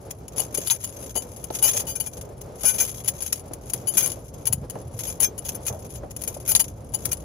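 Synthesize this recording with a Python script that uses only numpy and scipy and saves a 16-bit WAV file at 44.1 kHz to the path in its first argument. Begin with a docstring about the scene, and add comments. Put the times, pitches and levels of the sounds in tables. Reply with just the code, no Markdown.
"""Three small loose metal pieces on a climber's gear chatter against each other at every move up a
steel ladder. Trains of tiny impacts set them ringing: bright clinks over a light tinkle. Hard taps and
hollow knocks of hands and soles sound on the rungs; boots thud in the ladder's low modes. An outside
wall adds a short scatter. Behind it: outdoor rumble, air, rustling clothes and a faint machine hum."""
import sys
import numpy as np
from scipy import signal
from scipy.fft import rfft, irfft, next_fast_len
from scipy.io import wavfile

SR = 44100
rng = np.random.default_rng(int(sys.argv[2]) if len(sys.argv) > 2 else 0)


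def materialize(psi):
    """Save the field psi as 16-bit PCM at rate SR to the path in sys.argv[1].

    A 1-D psi becomes a single channel; in a 2-D psi each row is a channel.
    """
    bounded = np.clip(np.atleast_2d(psi).T, -1, 1)
    quanta = np.round(bounded * 32767).astype(np.int16)
    wavfile.write(sys.argv[1], SR, quanta)


N = 319284
T = np.arange(N) / SR


def amp(db):
    """Decibels to gain."""
    return 10 ** (np.asarray(db) / 20)


def unit_rms(x):
    """Scale to rms 1."""
    return x / np.sqrt(np.mean(abs(x) ** 2) + 1e-20)


def curve_at(points, hz, column=1):
    """Interpolate a table column over log frequency."""
    table = np.array(points, float)
    return np.interp(np.log(hz + 1), np.log(table[:, 0] + 1), table[:, column])


def add(mix, start_s, sound):
    """Mix a sound in at start_s."""
    part = mix[..., max(round(start_s * SR), 0):][..., :sound.shape[-1]]
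    part += sound[..., :part.shape[-1]]


def drift(rate_hz):
    """Slow random motion, rms 1."""
    knots = rng.standard_normal(2000)
    return unit_rms(np.interp(T * rate_hz, np.arange(len(knots)), knots))


def ring(drive, hz, t60_s):
    """Complex resonator: magnitude is the envelope, real part the sound."""
    pole = np.exp((2j * np.pi * hz - np.log(1000) / t60_s) / SR)
    return signal.lfilter([1], [1, -pole], drive + 1e-18)


# tones heard in each bright clink: a main ring near 10-11 kHz with fainter, evenly spaced side tones: f/Hz,
# left/dB, right/dB
FIRST_PARTIALS = [(899, -25, -33), (2990, -22, -33), (4790, -25, -36), (6880, -14, -26), (8680, -27, -42),
                  (10776, 0, -19), (12600, -30, -42), (14662, -15, -30)]
SECOND_PARTIALS = [(1500, -26, -32), (2392, -22, -29), (5390, -25, -26), (6283, -12, -18), (9297, -20, -35),
                   (10174, 0, -16), (14065, -11, -13)]
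# partials of the third piece: f/Hz, left/dB, right/dB
THIRD_PARTIALS = [(1680, -21, -23), (2050, -22, -24), (2460, -21, -16), (3290, -14, -17), (3560, -23, -17),
                  (4090, -18, -21), (6378, -2, 1), (7600, -17, -17), (8090, -16, -24), (11060, -7, -18),
                  (11490, -8, -7), (14100, -8, -6), (15130, -20, -14), (15385, -7, -1.5)]
# gear clinks: t/s, chatter/s, level/dB, second piece over first/dB, hardness/dB
CLINKS = [(0.107, 0.0034, -29, 5, -3.5), (0.281, 0.0025, -32.5, -18, -8.5),
          (0.396, 0.0028, -15.5, -25, -38), (0.544, .006, -17, 1, -13.5), (0.573, 0.01, -18.5, -22, -17),
          (0.672, 0.0092, -15.5, -18, -15.5), (0.7, 0.018, -10, -3, -12.5),
          (0.839, 0.0081, -22.5, -30, -7.5), (1.154, 0.022, -15, -19, -18), (1.44, 0.004, -23, -5, -19),
          (1.625, 0.035, -6.5, -4, -20.5), (1.674, 0.017, -19, 17, -2), (1.73, 0.045, -24, 9, -6.5),
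          (1.768, 0.0042, -28, 1, 5), (1.792, 0.014, -20, -13, -10.5), (1.868, 0.036, -19, -8, -17.5),
          (1.954, 0.012, -19, 11, -29), (2.001, 0.0095, -14.5, -6, -23), (2.058, 0.015, -22.5, 5, -15),
          (2.412, 0.002, -31, 5.5, -12.5), (2.652, 0.04, -8, 3.5, -28), (2.735, .016, -22, 1, -25),
          (2.782, 0.032, -22, -17, -3), (2.801, 0.022, -11, 14, -16), (3.077, 0.012, -13, -11, -9.5),
          (3.222, 0.0046, -16.5, 1, -25), (3.262, 0.0041, -22.5, 12, -11.5), (3.325, 0.0025, -14, -16, -8),
          (3.534, 0.0037, -25.5, 0, -15), (3.698, .0024, -22, -4, -18.5), (3.735, 0.0037, -15, -16, -14.5),
          (3.872, 0.018, -14.5, -6, -40), (3.97, 0.016, -7.5, 7, -14.5), (3.995, 0.02, -23.5, 1, -1.5),
          (4.024, .016, -14, 9, -32), (4.059, 0.0011, -15.5, -16, -22), (4.076, 0.0023, -16.5, -22, -26),
          (4.455, .004, -21, 6, -13), (4.469, 0.0073, -12, -7, -19.5), (4.527, 0.0012, -12, -18, -20.5),
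          (4.699, 0.0016, -23.5, -8, -21), (4.991, 0.0023, -23, 4, -13.5), (5.067, 0.022, -23, -1, -18),
          (5.203, 0.0069, -12, -3, -19), (5.223, 0.024, -10.5, 9, -13), (5.38, 0.006, -25, 1, -20),
          (5.449, 0.019, -27, -11, -9), (5.486, 0.0069, -23.5, 0, -2.5), (5.547, 0.01, -23.5, 11, -29),
          (5.666, 0.0054, -16.5, 1, -22), (5.68, .003, -21, 7, -4.5), (6.108, 0.0018, -40.5, -18, -3),
          (6.164, 0.0022, -23.5, -22, -17.5), (6.217, 0.0011, -24.5, 1, -18),
          (6.237, 0.0013, -19.5, 18, -32), (6.276, 0.0051, -16, 6.5, -15.5), (6.477, 0.022, -14, 16, -18),
          (6.513, 0.005, -9, -28, -21), (6.551, 0.0066, -7.5, -31, -11), (6.595, 0.012, -10.5, -14, -10.5),
          (6.938, 0.011, -15, -27, -18.5), (7.055, 0.0018, -11, 18, -27), (7.115, 0.0053, -14.5, 10, -14),
          (7.13, 0.0018, -14, -11, -21)]


def clinks(choked_t60_s=0.0027, t60_per_chatter=3.3, lead_in_db=-27.5, settle_s=0.0038,
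           choke_s=0.0023, choke_db=12, scrape_db=-12):
    """Faint lead-in, hit, rebounds. Brief clinks are choked; hard ones add third piece and scrape."""
    rings, scrapes = np.zeros((2, N)), np.zeros((2, N))
    lead = SR // 150
    t = np.arange(-lead, SR // 8) / SR
    onset = np.where(t < 0, amp(lead_in_db) * (1 - t / t[0]), 1)
    for start_s, chatter_s, level_db, balance_db, hard_db in CLINKS:
        first_db = level_db - 10 * np.log10(1 + amp(balance_db) ** 2)  # two pieces share the energy
        second_db = first_db + balance_db - 2.5
        third_db = level_db + hard_db - 4.5
        held = slice(lead, lead + int((chatter_s + 0.004) * SR))
        envelope = onset * np.exp(-np.maximum(t - chatter_s, 0) / settle_s)
        t60_s = choked_t60_s + t60_per_chatter * chatter_s
        impacts = np.zeros(len(t))
        pieces = (FIRST_PARTIALS, first_db), (SECOND_PARTIALS, second_db), (THIRD_PARTIALS, third_db)
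        for partials, db in pieces:
            drive = impact_train(len(t), per_s=900, spread_db=8) * envelope
            drive[lead] = 2  # main hit
            add(rings, start_s + t[0], amp(db) * metal_piece(drive, partials, t60_s, held))
            impacts += drive
        noise = scrape(impacts, pole=0.985)
        noise /= np.sqrt(np.mean(noise[:, held] ** 2))
        noise_db = level_db + hard_db + scrape_db + choke_db * np.exp(-chatter_s / choke_s)
        add(scrapes, start_s + t[0], amp(noise_db) * noise)
    return rings + contact_colour(scrapes)


def impact_train(size, per_s, spread_db):
    """Tiny random impacts of uneven strength."""
    strength = amp(spread_db * np.minimum(rng.exponential(1, size), 3))
    return strength * rng.choice([-1, 1], size) * (rng.random(size) < per_s / SR)


def metal_piece(drive, partials, t60_s, held, clearance=1.33, detune_hz=13.5, scatter_db=1.5):
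    """A piece rings, detuned by contact, its swing limited by its neighbours; level set over held."""
    out = np.zeros((2, len(drive)))
    for hz, left_db, right_db in partials:
        tone = ring(drive, hz + detune_hz * rng.standard_normal(), t60_s)
        power = abs(tone) ** 2
        limiting = 1 / (1 + power / (power[held].mean() * clearance ** 2))
        tone *= np.sqrt(limiting / (limiting * power)[held].mean())
        tone *= amp(scatter_db * rng.standard_normal())
        turn = np.exp(2j * np.pi * rng.random())  # the piece turns about
        out[0] += amp(left_db) * tone.real
        out[1] += amp(right_db) * (tone * turn).real
    return out


def scrape(impacts, pole):
    """Each impact scrapes: a fading burst of stereo noise."""
    envelope = np.sqrt(signal.lfilter([1], [1, -pole], impacts ** 2))
    return envelope * rng.standard_normal((2, len(impacts)))


# spectrum of bare contacts: f/Hz, left/dB, right/dB
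CONTACT_SPECTRUM = [(300, 4.5, -30), (870, 6, 0), (1940, 3, 1), (2820, 8.5, 3), (4400, 2, 0.5),
                    (5610, 10, 13.5), (7110, 20, 10.5), (8260, -26, 3.5), (9440, 13, -47),
                    (11400, 20.5, -27), (11500, -4, -20), (13700, 13.5, -35), (15400, -18, -11)]


def contact_colour(drive, size=2048, ripple_db=4, ripple_step_hz=85):
    """Colour of bare metal contacts, rippled by many weak resonances."""
    hz = abs(np.fft.fftfreq(size, 1 / SR))
    grid_hz = np.arange(0, SR / 2, ripple_step_hz)
    colour_db = []
    for channel in (1, 2):
        ripple = np.interp(hz, grid_hz, rng.standard_normal(len(grid_hz)))
        colour_db.append(curve_at(CONTACT_SPECTRUM, hz, channel) + ripple_db * ripple)
    minimum_phase = np.exp(np.conj(signal.hilbert(np.log(amp(colour_db)))))
    return signal.oaconvolve(drive, np.fft.ifft(minimum_phase).real, axes=1)[:, :N]


# pulls and steps that stir the gear: start/s, end/s, level/dB
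MOVES = [(0.374, 0.41, -33.5), (0.534, 0.75, -39), (0.826, 0.879, -41), (0.975, 1.221, -43),
         (1.32, 1.497, -53), (1.545, 1.806, -34), (1.876, 2.217, -48.5), (2.632, 2.917, -35.5),
         (2.96, 3.103, -43.5), (3.163, 3.39, -43.5), (3.658, 3.85, -52), (3.964, 4.099, -33),
         (4.215, 4.416, -56.5), (4.755, 4.952, -59.5), (5, 5.12, -41), (5.48, 5.552, -42.5),
         (5.66, 5.985, -49), (6.202, 6.42, -49), (6.457, 6.645, -38.5), (6.956, 7.195, -48)]


def body_motion(rise_s=0.028, settle_s=0.028, rest_db=-63):
    """Envelope of the climb: each move rises, holds and settles to a low floor."""
    power = amp(rest_db) ** 2
    for start_s, end_s, db in MOVES:
        shape = np.exp(-np.maximum(start_s - T, 0) / rise_s - np.maximum(T - end_s, 0) / settle_s)
        power = power + (amp(db) * shape) ** 2
    return np.sqrt(power)


def tinkle(t60_s=0.078, scrape_db=-8):
    """The pieces keep touching lightly as the body sways."""
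    out, touches = np.zeros((2, N)), np.zeros(N)
    impulse = signal.unit_impulse(SR // 10)
    for partials, db in ((FIRST_PARTIALS, 0.5), (SECOND_PARTIALS, -3.5), (THIRD_PARTIALS, -6)):
        drive = impact_train(N, per_s=45, spread_db=4.5)
        ping = metal_piece(impulse, partials, t60_s, held=slice(None), clearance=30)
        out += amp(db) * unit_rms(signal.oaconvolve(drive[None], ping, axes=1)[:, :N])
        touches += drive
    out += amp(scrape_db) * contact_colour(unit_rms(scrape(touches, pole=0.99)))
    return body_motion() * out


# hard taps on a rung: t/s, peak/dB
TAPS = [(0.398, -39), (0.672, -17), (0.7, -8.5), (0.84, -33), (1.503, -26), (6.551, -5), (6.563, -18)]
# modes of a tap: f/Hz, level/dB, t60/s
TAP_MODES = [(1510, -6, 0.026), (2280, -8, 0.013), (3700, 12, 0.004), (4060, 0.5, 0.0053), (4420, 4, 0.029),
             (5270, -7.5, 0.0034)]


def rung_taps(crush_s=0.00039):
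    """Something hard meets painted steel: a tiny crunch drives short mid modes."""
    out, t = np.zeros((2, N)), np.arange(SR // 12) / SR
    for start_s, peak_db in TAPS:
        crunch = rng.standard_normal((2, len(t))) * np.exp(-t / crush_s)
        tap = sum(amp(db) * unit_rms(ring(crunch, hz, t60_s).real) for hz, db, t60_s in TAP_MODES)
        add(out, start_s, amp(peak_db) * tap / abs(tap).max())
    return out


# palms and soles on the rungs: t/s, level/dB, centre f/Hz, contact fade/s
KNOCKS = [(0.396, -28, 527, 0.01), (0.583, -21.5, 383, 0.008), (1.156, -25.5, 530, 0.012),
          (1.504, -22, 600, 0.0037), (1.649, -27, 756, 0.022), (1.74, -30, 576, 0.024),
          (2.269, -34.5, 476, .04), (2.638, -26.5, 530, 0.01), (3.511, -30, 460, 0.0057),
          (3.954, -32.5, 400, 0.0096), (4.755, -28.5, 537, 0.0067), (5.21, -33.5, 450, 0.022),
          (5.70, -29, 605, 0.059), (6.033, -27.5, 570, 0.018), (6.365, -29, 540, 0.0043)]


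def rung_knocks(gain_db=-1, relative_bandwidth=0.74, side_gain=0.45):
    """A palm or sole meets a rung: a damped, hollow knock, drawn out when it slides."""
    out, t = np.zeros((2, N)), np.arange(SR // 5) / SR
    for start_s, db, hz, fade_s in KNOCKS:
        slap = rng.standard_normal((2, len(t))) * np.exp(-t / fade_s)
        t60_s = np.log(1000) / (np.pi * relative_bandwidth * hz)
        mid, side = ring(ring(slap, hz, t60_s), hz, t60_s)
        knock = np.array([mid + side_gain * side, mid - side_gain * side]).real
        add(out, start_s, amp(db + gain_db) * np.sqrt(2) * knock / abs(mid).max())
    return out


# boots loading the ladder: t/s, level/dB, judder length/s
THUDS = [(0.588, -34, 0), (4.5, -23, 0.14), (4.858, -29, 0), (4.94, -30.5, 0), (5.708, -24, 0),
         (6.666, -29.5, 0)]
# low ladder modes: nominal f/Hz, level/dB, t60/s
LADDER_MODES = [(107, -8, 0.17), (137.3, 6, 0.059), (194, -4, 0.06), (259, -25.5, 0.18), (378, -26, 0.03)]


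def boot_thuds(gain_db=8, push_s=0.015, judder_step_s=0.038, judder_db=-2):
    """A soft sole pushes the ladder into its low modes; a heavy step judders."""
    out, t = np.zeros(N), np.arange(SR // 3) / SR
    attack = 1 - np.exp(-t / push_s)
    for start_s, db, judder_s in THUDS:
        for push in range(1 + int(judder_s / judder_step_s)):
            thud = np.zeros(len(t))
            for hz, mode_db, t60_s in LADDER_MODES:
                decay = np.exp(-np.log(1000) * t / t60_s)
                thud += amp(mode_db) * decay * np.sin(2 * np.pi * hz * rng.uniform(0.83, 1.04) * t)
            push_db = db + gain_db + judder_db * (push > 0)
            add(out, start_s + push * judder_step_s, amp(push_db) * attack * thud)
    return out


def wall_scatter(near, t60_s=0.065, delay_s=0.0018, echoes_per_s=3000):
    """Wall and rails throw back short, thin reflections."""
    t = np.arange(SR // 4) / SR
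    echoes = rng.standard_normal((2, len(t))) * (rng.random((2, len(t))) < echoes_per_s / SR)
    echoes *= (t > delay_s) * np.exp(-np.log(1000) * t / t60_s)
    return signal.oaconvolve(near, echoes / np.linalg.norm(echoes[0]), axes=1)[:, :N]


# open-air spectrum: f/Hz, relative density/dB
AIR_SPECTRUM = [(20, -37), (35, -12), (54, 5), (80, 3), (115, 3), (200, -7), (320, -11), (530, -6),
                (800, -14), (1200, -22), (1800, -32), (3800, -38), (5600, -36), (8500, -45), (10700, -42),
                (13000, -49), (16000, -52)]
# stereo likeness of the air: f/Hz, left-right correlation
AIR_CORRELATION = [(60, 1), (200, 0.9), (400, 0.91), (800, 0.116), (1500, 0.049), (8000, 0.9)]


def outdoors(split_hz=280, rumble_db=-46, rise_db_per_s=0.75, wash_db=-46, rustle_db=-47):
    """Far, near-mono rumble, slowly growing, under a wider wash of air and clothes rustling on moves."""
    size = next_fast_len(N, real=True)
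    hz = np.fft.rfftfreq(size, 1 / SR)
    left, independent = rfft(rng.standard_normal((2, size)))
    correlation = curve_at(AIR_CORRELATION, hz)
    right = correlation * left + np.sqrt(1 - correlation ** 2) * independent
    air = np.array([left, right]) * amp(curve_at(AIR_SPECTRUM, hz))
    low_share = 1 / (1 + (hz / split_hz) ** 4)
    rumble = unit_rms(irfft(air * np.sqrt(low_share), size)[:, :N])
    rumble *= amp(rumble_db + rise_db_per_s * T)
    motion = body_motion()
    rustle_gain = amp(rustle_db) * (motion / motion.max()) ** 0.95
    wash = unit_rms(irfft(air * np.sqrt(1 - low_share), size)[:, :N])
    wash *= np.hypot(amp(wash_db), rustle_gain)
    flicker_db = 1.5 * drift(rate_hz=12) + 2 * drift(rate_hz=28)
    return rumble + wash * amp(flicker_db)


# machine hum partials: f/Hz, level/dB
HUM_PARTIALS = [(118, -51.5), (231, -72), (291, -65.5), (399, -64)]


def machine_hum(waver=0.013):
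    """Faint machine tones, each wavering in pitch."""
    out = np.zeros(N)
    for hz, db in HUM_PARTIALS:
        pitch_hz = hz * (1 + waver * drift(rate_hz=25))
        out += amp(db) * np.sqrt(2) * np.sin(2 * np.pi * np.cumsum(pitch_hz) / SR)
    return out


def scene(wall_db=-7.5):
    """Gear and rungs close by with their wall scatter; boots, open air and hum beneath."""
    near = clinks() + tinkle() + rung_taps() + rung_knocks()
    return near + amp(wall_db) * wall_scatter(near) + boot_thuds() + outdoors() + machine_hum()


def record(dry, ceiling=0.85, cutoff_hz=15800):
    """Soft peak limit, then low-pass."""
    rounded = dry / (1 + (dry / ceiling) ** 6) ** (1 / 6)
    lowpass = signal.firwin(255, cutoff_hz, window=("kaiser", 8), fs=SR)
    return signal.oaconvolve(rounded, lowpass[None], "same", axes=1)


dry = scene()
out = record(dry)
materialize(out)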